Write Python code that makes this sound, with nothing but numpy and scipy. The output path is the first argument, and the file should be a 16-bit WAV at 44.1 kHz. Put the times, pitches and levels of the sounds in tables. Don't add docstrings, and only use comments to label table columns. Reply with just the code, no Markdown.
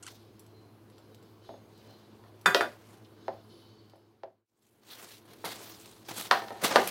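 import sys
import numpy as np
from scipy import signal
from scipy.io import wavfile
from scipy.ndimage import uniform_filter1d

SR = 44100
rng = np.random.default_rng(int(sys.argv[2]) if len(sys.argv) > 2 else 0)


def put_to_file(sound):
    columns = np.atleast_2d(sound).T
    safe = np.clip(columns, -1, 1)
    whole_steps = np.round(safe * 32767)
    wavfile.write(sys.argv[1], SR, whole_steps.astype(np.int16))


def attenuation_scalar(level_db):
    decades = np.asarray(level_db, float) / 20
    return 10 ** decades


N = 304290
SPAN = SR // 2

HUM_HZ, HUM_DB, HUM_AFTER_DB, CHANGE_S = 105.1, -59, -64.5, 4.47
# f/Hz, width/Hz, rms level/dB
CASING = [(216.4, 20, -66), (334.7, 32, -63), (431, 30, -67.5), (114.5, 9, -66.5)]
# f/Hz, density level/dB
AIR_SPECTRUM = [(18, -55.5), (30, -27), (90, -10), (127, -9), (161, -10.5), (328, -6), (569, -13),
                (1190, -16.5), (1590, -26), (2680, -27.5), (3060, -39), (3770, -31.5), (8520, -39.5),
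                (14000, -33.5), (16000, -38.5)]
# t/s, gain/1
DIP = [
    (0, 0.83),
    (3.47, 0.94),
    (4.47, 0),
    (5.47, 0.92),
    (6.9, 0.99),
]

# t/s, length/s, slip rate/Hz, level/dB, treble level/dB
CREAK_SLIPS = [(0.025, 0.016, 1440, -43.5, 6.5), (0.043, 0.0084, 1100, -45, -2.5),
               (0.053, 0.0086, 1300, -46, 2), (0.064, 0.0068, 1450, -35.5, 0.5),
               (0.073, 0.0076, 1300, -36, -8), (0.078, 0.01, 1050, -34, -8.5)]

# peak t/s, dull level/dB, bright level/dB, 20 dB rise/s, 20 dB fall/s
RUBS = [(0.078, -53.5, -55.5, .012, 0.14), (1.89, -63, -75.5, 0.37, .4), (2.92, -60.5, -68.5, 0.9, 0.22),
        (4.632, -81, -79, 0.17, 8.5), (4.922, -51.5, -50.5, 0.0658, 0.1), (5.002, -49.5, -54.5, 0.18, 0.22),
        (5.126, -60.5, -51.5, 0.13, .1), (5.334, -55.5, -64, 0.18, 0), (5.447, -35.5, -45.5, -0.01, 0.17),
        (5.489, -50, -43, 0.0475, 0.19), (5.599, -47.5, -52, 0.2438, 0.27), (5.7, -54.5, -54.5, 0.14, 0.18),
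        (5.74, -60, -56.5, 0.11, 0.3), (5.865, -58.5, -58.5, 0.16, 0.35), (6.086, -38, -45.5, 0.005, 0.09),
        (6.05, -60, -59.5, 0, 2), (6.184, -39, -39.5, 0.0761, 0.09), (6.263, -43.5, -44.5, 0.16, 0.05),
        (6.33, -41.5, -54, 0.04, .3), (6.711, -29.5, -45.5, 0.1134, 0.36), (6.648, -22, -30, 0.03, 0.07),
        (6.78, -40, -49, -0.04, -2.2), (6.874, -36, -37.5, -0.2264, -0.3)]
# f/Hz, density level/dB
DULL_SPECTRUM = [(88, -42), (150, -4), (735, -1), (871, -7), (1070, 2.5), (1430, -6), (1690, -7),
                 (6000, -14), (7800, -20.5), (13200, -120)]
BRIGHT_SPECTRUM = [(1180, -38), (2000, -5.5), (2550, -6), (4230, -0.5), (6250, -11), (7910, -6),
                   (15100, -9.5), (16000, -5)]

# peak t/s, level/dB, 20 dB rise/s, 20 dB fall/s
GRIPS = [(0.2, -68, -0.1, .8), (0.91, -71, -0.5, 2), (0.99, -69, -0.6, 0.5), (1.25, -67, -0.2, 0.2),
         (1.46, -62, 0.08, .28), (1.79, -66, 0.2, 0.14), (1.901, -66, 0.3, 0.8), (3.05, -63, -0.6, .03),
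         (3.25, -64.5, 0.22, 0.6), (3.5, -61.5, -0.02, 1.06)]
# f/Hz, level/dB
STEEL_SONG = [(3050, -3), (3500, -4), (3850, -2), (4150, 0), (4450, -2), (4750, -3), (5120, -6),
              (6500, -12), (7600, -16)]
# peak t/s,
# level/dB, 20 dB rise/s, 20 dB fall/s, f/Hz
SQUEAKS = [(0.6, -72, .2, .2, 4110), (3.5, -69, .03, .3, 4300), (3.62, -73, .2, .2, 3800),
           (3.6, -75, .15, .15, 9950), (3.54, -78, .1, .2, 10800), (1.5, -78, .05, .6, 6500),
           (6.51, -46, .012, .2, 780)]
# peak t/s, level/dB, 20 dB rise/s, 20 dB fall/s
SHOVES = [(1.5, -50, .02, .15), (1.54, -50, .03, .08), (1.89, -57, .1, .15), (2.68, -50, .03, .1),
          (6.628, -35, .005, .06)]

# t/s, strength level/dB, contact weight level/dB, contact hardness level/dB
TICKS = [(0.392, -39.5, -9, -9), (0.4614, -51, 0.5, -2), (0.8974, -56, 4, 5), (0.9792, -50.5, 17, 4),
         (1.1438, -47.5, 12, 4), (1.2244, -54, 3, 3), (1.4444, -58, 23, -3), (1.7744, -52, 11, -9),
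         (3.956, -54, 4, -1), (2.4104, -46.5, -4, -1), (3.0455, -61, -2, 13), (3.895, -51.5, 3, 7),
         (4.6219, -48, -8, 1), (5.8102, -45, 0, 0), (5.8561, -41, -6, -1)]
TAPS = [
    (1.489, -37.5, 1, -14),
    (1.538, -43, 0.17, -13),
    (3.279, -23, 0.5, -0.5),
    (3.932, -44, 0.5, -6),
    (3.954, -48, 0.5, 3),
    (4.232, -20.5, 0.5, 3.5),
]
BUMPS = [(2.236, -47.5, -14, -3), (5.4395, -33, 5, -27), (5.604, -51, 5.5, -3), (6.418, -31, 0, -5),
         (6.481, -39, -25.5, 10), (6.503, -32, 0, -9), (6.554, -41, 0.5, -2), (6.58, -48.5, -2, 10)]
RIM_LANDINGS = [
    (2.457, -5, 1.5, -0.5),
    (2.606, -11.5, 7.5, -0.5),
]
TIPS_BACK = [
    (2.544, -7.5, 0, 0.5),
    (2.716, -50.5, -13, 0.67),
]
KNOCK = [(6.3093, -2.5, -16.5, 1)]
SET_DOWN = [
    (6.712, -21.5, -0.5, -6),
    (6.741, -36, -0.7, -6),
    (6.7563, -2, 0.8, 0.5),
]

# f/Hz, level/dB, T60/s
TONGS_MODES = [(4300, -8, .03), (5150, -4, .04), (5900, -6, .03), (6500, -5, .05), (7600, -4, .05),
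               (7850, -4, .05), (8600, -8, .03), (9400, -8, .03), (10140, -3, .06), (11000, -6, .04),
               (11690, -3, .06), (12900, -9, .04), (13600, -7, .04), (14130, -6, .05)]
WOOD_MODES = [(378, -14, .09), (543, -6, .07), (670, 2, 0.052), (1023, -18.5, .05), (753.5, -4.5, .045)]
FURNITURE_MODES = [(561, -15.5, 0.14), (718, 1.5, 0.085), (788, -3, 0.18), (930, 0.5, 0.038),
                   (1040, -1, 0.057), (1286, -4.5, 0.083), (1340, -7, 0.06), (1787, -6.5, 0.13),
                   (3410, -12, 0.1), (4230, -13, 0.2)]
RIM_MODES = [(197, -22, .12), (393, -13, .15), (715, -15, .17), (975, -12, .16), (1176, -11, .16),
             (1334, -14, .12), (1434, 1.5, .12), (1606, -7, .14), (1776, -13, .16), (1949, -6, .12),
             (2490, -14, .16), (3558, -8, .13), (3930, -19, .09), (4705, -14, .1), (5539, -20, .1),
             (6522, -16, .1), (7215, -19, .08), (7800, -20, .07), (8900, -24, .1), (10950, -22, .07),
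             (13900, -27, .08)]
TIP_MODES = [(395, -8, .17), (577, 0, .22), (632, -6, .17), (700, -1, .18), (980, -8, .15),
             (1448, -11, .12), (1940, -8, .12), (2482, -4, .15), (3155, -16, .08), (3849, -8, .05),
             (5850, -14, .03), (7181, -24, .055)]
FULL_MODES = [(252, -23, .13), (392, -7, 0.16), (549, -7, 0.14), (740, -2, 0.062), (784, -2, 0.15),
              (900, -6, 0.056), (1017, 1.5, .08), (1212, 2, 0.089), (1466, -4, .1), (1900, -14, 0.062)]

# lower f/Hz, upper f/Hz
PULSE_BANDS = [(300, 1315), (950, 1760), (2600, 5140), (6500, 15000)]
TONGS_CONTACT = (-28, -21.5, -2, -6)
WOOD_CONTACT = (-1.5, -11, -15.5, -49)
FURNITURE_CONTACT = (4, -3, -6.5, -23)
RIM_CONTACT = (-9, 1.5, -11.5, -22.5)
TIP_CONTACT = (-7, -3.5, 1, -13.5)
FULL_CONTACT = (0, -3, -6, -23)
HEAVY_SHARES = [(1, 0, 0, 0), (0, .15, 1, .15)]
LIGHT_SHARES = [(.1, 1, 0, 0), (0, 0, 1, -.3)]

# f/Hz, T60/s
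KITCHEN_T60 = [(200, 0.25), (1000, 0.21), (4000, 0.28), (12000, 0.32)]
# delay t/s, level/dB
ECHOES = [(.0022, -6.5), (.0075, -10.5), (.012, -15)]
AIR_PATH_S = 0.0026


def rms_one(x):
    return x / np.sqrt(np.mean(x ** 2) + 1e-20)


def band(x, low_hz, high_hz):
    high_hz = min(high_hz, .45 * SR)
    return signal.sosfilt(signal.butter(2, [low_hz, high_hz], "band", fs=SR, output="sos"), x)


def at_hz(points, hz):
    table_hz, values = np.array(points)[:, 0], np.array(points)[:, 1]
    return np.interp(np.log(hz), np.log(table_hz), values)


def drift(rate_hz):
    r = np.exp(-80 * np.pi * rate_hz / SR)
    slow = signal.lfilter([1], [1, -2 * r, r * r], rng.standard_normal(N // 40 + 2002))[2000:]
    return np.interp(np.arange(N) / 40, np.arange(len(slow)), rms_one(slow))


def ring(clicks, hz, t60):
    r = attenuation_scalar(-60 / (t60 * SR))
    w = 2 * np.pi * hz / SR
    return signal.lfilter([0, np.sin(w)], [1, -2 * r * np.cos(w), r * r], clicks + 1e-18)


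def coloured(spectrum, patchy_db):
    out, edges = 0, 25 * 2 ** np.arange(0, 9.6, .5)
    white = rng.standard_normal((2, N))
    for k, (low, high) in enumerate(zip(edges, edges[1:])):
        level_db = at_hz(spectrum, np.sqrt(low * high))
        if spectrum[0][0] < high and low < spectrum[-1][0]:
            out = out + attenuation_scalar(level_db + patchy_db * drift(11)) * band(white[k % 2], low, high)
    return rms_one(out)


def stroke(s, db, rise, fall):
    t = np.arange(N) / SR - s
    early = -t / max(rise, .003)
    climb = np.maximum(early, 5 * early - 4)
    return db - 20 * np.maximum(climb, t / max(fall, .01))


def room_noise():
    t, edges = np.arange(SPAN) / SR, 140 * 2 ** np.arange(0, 7.1, .5)
    white = rng.standard_normal((2, 4 * SPAN))
    noise, decay = [], []
    for k, (low, high) in enumerate(zip(edges, edges[1:])):
        noise.append(band(white[k % 2], low, high) * (1000 / low) ** 0.48)
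        build_up = 1 - np.exp(-t / .006)
        decay.append(attenuation_scalar(-60 * t / at_hz(KITCHEN_T60, low)) * build_up)
    return np.array(noise), np.array(decay)


def kitchen(x, room, place, wet_db):
    noise, decay = room
    start = int(place * (noise.shape[1] - SPAN))
    tail = np.sum(noise[:, start:start + SPAN] * decay, axis=0)
    tail = attenuation_scalar(wet_db) * tail / np.sqrt(np.sum(tail ** 2))
    tail[0] = 1
    for lag, db in ECHOES:
        tail[int(lag * SR)] += attenuation_scalar(db)
    forerunner = attenuation_scalar(-23) * band(x, 600, 3100)
    airborne = np.pad(signal.fftconvolve(x, tail), (int(AIR_PATH_S * SR), 0))[:SPAN]
    return forerunner + airborne


def blows(table, contact_db, shares, modes, room, ring_db, spread_db, wet_db, dense_db):
    click, out = np.arange(SPAN) == 0, np.zeros(N + SPAN)
    pulses = []
    for low, high in PULSE_BANDS:
        pulse = band(band(click + 1e-18, low, high), .8 * low, 1.2 * high)
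        pulses.append(-pulse * SR / (high - low) / 2)
    dying = rng.standard_normal(SPAN) * attenuation_scalar(dense_db - 60 * np.arange(SPAN) / SR / 0.23)
    pulses[3] = pulses[3] + band(dying, *PULSE_BANDS[3])
    rings = []
    for k, (hz, db, t60) in enumerate(modes):
        mode = band(ring(click, hz, t60), .6 * hz, 1.6 * hz)
        rings.append((-1) ** k * attenuation_scalar(db) * mode)
    chance, places = rng.normal(0, 1, (len(table), len(modes))), rng.random(len(table))
    for (s, db, *touch_db), luck, place in zip(table, chance, places):
        contact = attenuation_scalar(contact_db + np.array(touch_db) @ shares) @ pulses
        body = attenuation_scalar(ring_db + spread_db * luck) @ rings
        out[int(s * SR):][:SPAN] += attenuation_scalar(db) * kitchen(contact + body, room, place, wet_db)
    return out[:N]


def motor():
    base_db = np.where(np.arange(N) / SR < CHANGE_S, HUM_DB, HUM_AFTER_DB)
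    level = attenuation_scalar(base_db + 1.5 + 1.4 * drift(7))
    return level * np.sin(2 * np.pi * np.cumsum(HUM_HZ + 0.071 * drift(4)) / SR)


def fridge_casing():
    drone = 0
    for hz, width_hz, db in CASING:
        drone = drone + attenuation_scalar(db) * rms_one(ring(rng.standard_normal(N), hz, 4.2 / width_hz))
    return drone


def still_air():
    return attenuation_scalar(-59.0) * coloured(AIR_SPECTRUM, patchy_db=1.5)


def hinge_creak():
    low, high = np.full((2, N), 1e-18)
    for s, length, rate, db, treble_db in CREAK_SLIPS:
        luck = rng.normal(0, 1, (2, 40))
        at = np.cumsum((1 + .07 * luck[0]) / rate)
        push = np.sin(np.pi * np.clip(at / length, 0, 1)) ** .5
        size = attenuation_scalar(db + 2.6 * luck[1]) * push
        slips = ((s + at) * SR).astype(int)
        low[slips] += size
        high[slips] += size * attenuation_scalar(treble_db)
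    return attenuation_scalar(12.0) * band(low, 980, 3800) + attenuation_scalar(12.5) * band(band(high, 5900, 9100), 4100, 14000)


def rubbing():
    t, levels = np.arange(N) / SR, np.full((2, N), -140.)
    for s, dull_db, bright_db, rise, fall in RUBS:
        levels = np.maximum(levels, stroke(s, np.array([[dull_db], [bright_db]]), rise, fall))
    fall = 400 * t
    levels = np.maximum.accumulate(levels + fall, axis=1) - fall
    dull, bright = uniform_filter1d(attenuation_scalar(levels), size=100)
    grit = attenuation_scalar(2.2 * drift(64))
    wood = attenuation_scalar(-2.5) * dull * coloured(DULL_SPECTRUM, patchy_db=0.5)
    surface = attenuation_scalar(2.5) * bright * coloured(BRIGHT_SPECTRUM, patchy_db=3)
    return grit * (wood + surface)


def tongs_hiss():
    noise = rng.standard_normal((2, N))
    sing = 0
    for hz, db in STEEL_SONG:
        sing = sing + attenuation_scalar(db + 3 * drift(3.5)) * rms_one(ring(noise[0], hz, .09))
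    hiss = rms_one(band(band(noise[1], 2900, 5400), 2500, 6000))
    level = attenuation_scalar(np.max([stroke(*row) for row in GRIPS], axis=0) - 4.0)
    return uniform_filter1d(level, size=800) * (hiss + attenuation_scalar(2.5) * rms_one(sing))


def tongs_ticks(room):
    return blows(TICKS, TONGS_CONTACT, LIGHT_SHARES, TONGS_MODES, room,
                 ring_db=-17, spread_db=4, wet_db=-8, dense_db=-22)


def squeaks():
    noise = rng.standard_normal(N)
    return sum(attenuation_scalar(stroke(*row)) * rms_one(ring(noise, hz, .15)) for *row, hz in SQUEAKS)


def plate_taps(room):
    return blows(TAPS, WOOD_CONTACT, HEAVY_SHARES, WOOD_MODES, room,
                 ring_db=-3, spread_db=1.5, wet_db=-10.5, dense_db=-20)


def shoves():
    rumble = rms_one(band(band(rng.standard_normal(N), 219, 750), 219, 750))
    return attenuation_scalar(np.max([stroke(*row) for row in SHOVES], axis=0)) * rumble


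def furniture_bumps(room):
    light = blows(BUMPS, FURNITURE_CONTACT, HEAVY_SHARES, FURNITURE_MODES, room,
                  ring_db=-12.5, spread_db=1.0, wet_db=-6.5, dense_db=-15)
    hard = blows(KNOCK, FURNITURE_CONTACT, HEAVY_SHARES, FURNITURE_MODES, room,
                 ring_db=-20, spread_db=0.0, wet_db=-6.5, dense_db=-16)
    return light + hard


def rocking_plate(room):
    first = blows(RIM_LANDINGS[:1], RIM_CONTACT, HEAVY_SHARES, RIM_MODES, room,
                  ring_db=-11.5, spread_db=1.5, wet_db=-6.5, dense_db=-8.5)
    second = blows(RIM_LANDINGS[1:], RIM_CONTACT, HEAVY_SHARES, RIM_MODES, room,
                   ring_db=-18.5, spread_db=0.0, wet_db=-8, dense_db=-14.0)
    back = blows(TIPS_BACK, TIP_CONTACT, HEAVY_SHARES, TIP_MODES, room,
                 ring_db=-14, spread_db=1.3, wet_db=-6.5, dense_db=-17)
    return first + second + back


def full_plate(room):
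    return blows(SET_DOWN, FULL_CONTACT, HEAVY_SHARES, FULL_MODES, room,
                 ring_db=-17, spread_db=1.0, wet_db=-9.0, dense_db=-15.5)


def scene():
    room = room_noise()
    dip = np.interp(np.arange(N) / SR, *np.transpose(DIP))
    tone = motor() + fridge_casing() + still_air()
    moves = hinge_creak() + rubbing() + dip * tongs_hiss()
    hits = tongs_ticks(room) + plate_taps(room) + furniture_bumps(room)
    hits += rocking_plate(room) + full_plate(room)
    return (moves + squeaks() + shoves() + dip * (hits + tone))[None]


def top_cut(x):
    return signal.sosfilt(signal.butter(12, 16510, fs=SR, output="sos"), x)


def record(dry):
    thin = signal.sosfilt(signal.butter(2, 50, "highpass", fs=SR, output="sos"), dry)
    rounded = .9 * np.tanh(thin / .9)
    mix = signal.sosfilt(signal.cheby2(10, 50, 16900, fs=SR, output="sos"), rounded)
    return top_cut(mix)


dry = scene()
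out = record(dry)
put_to_file(out)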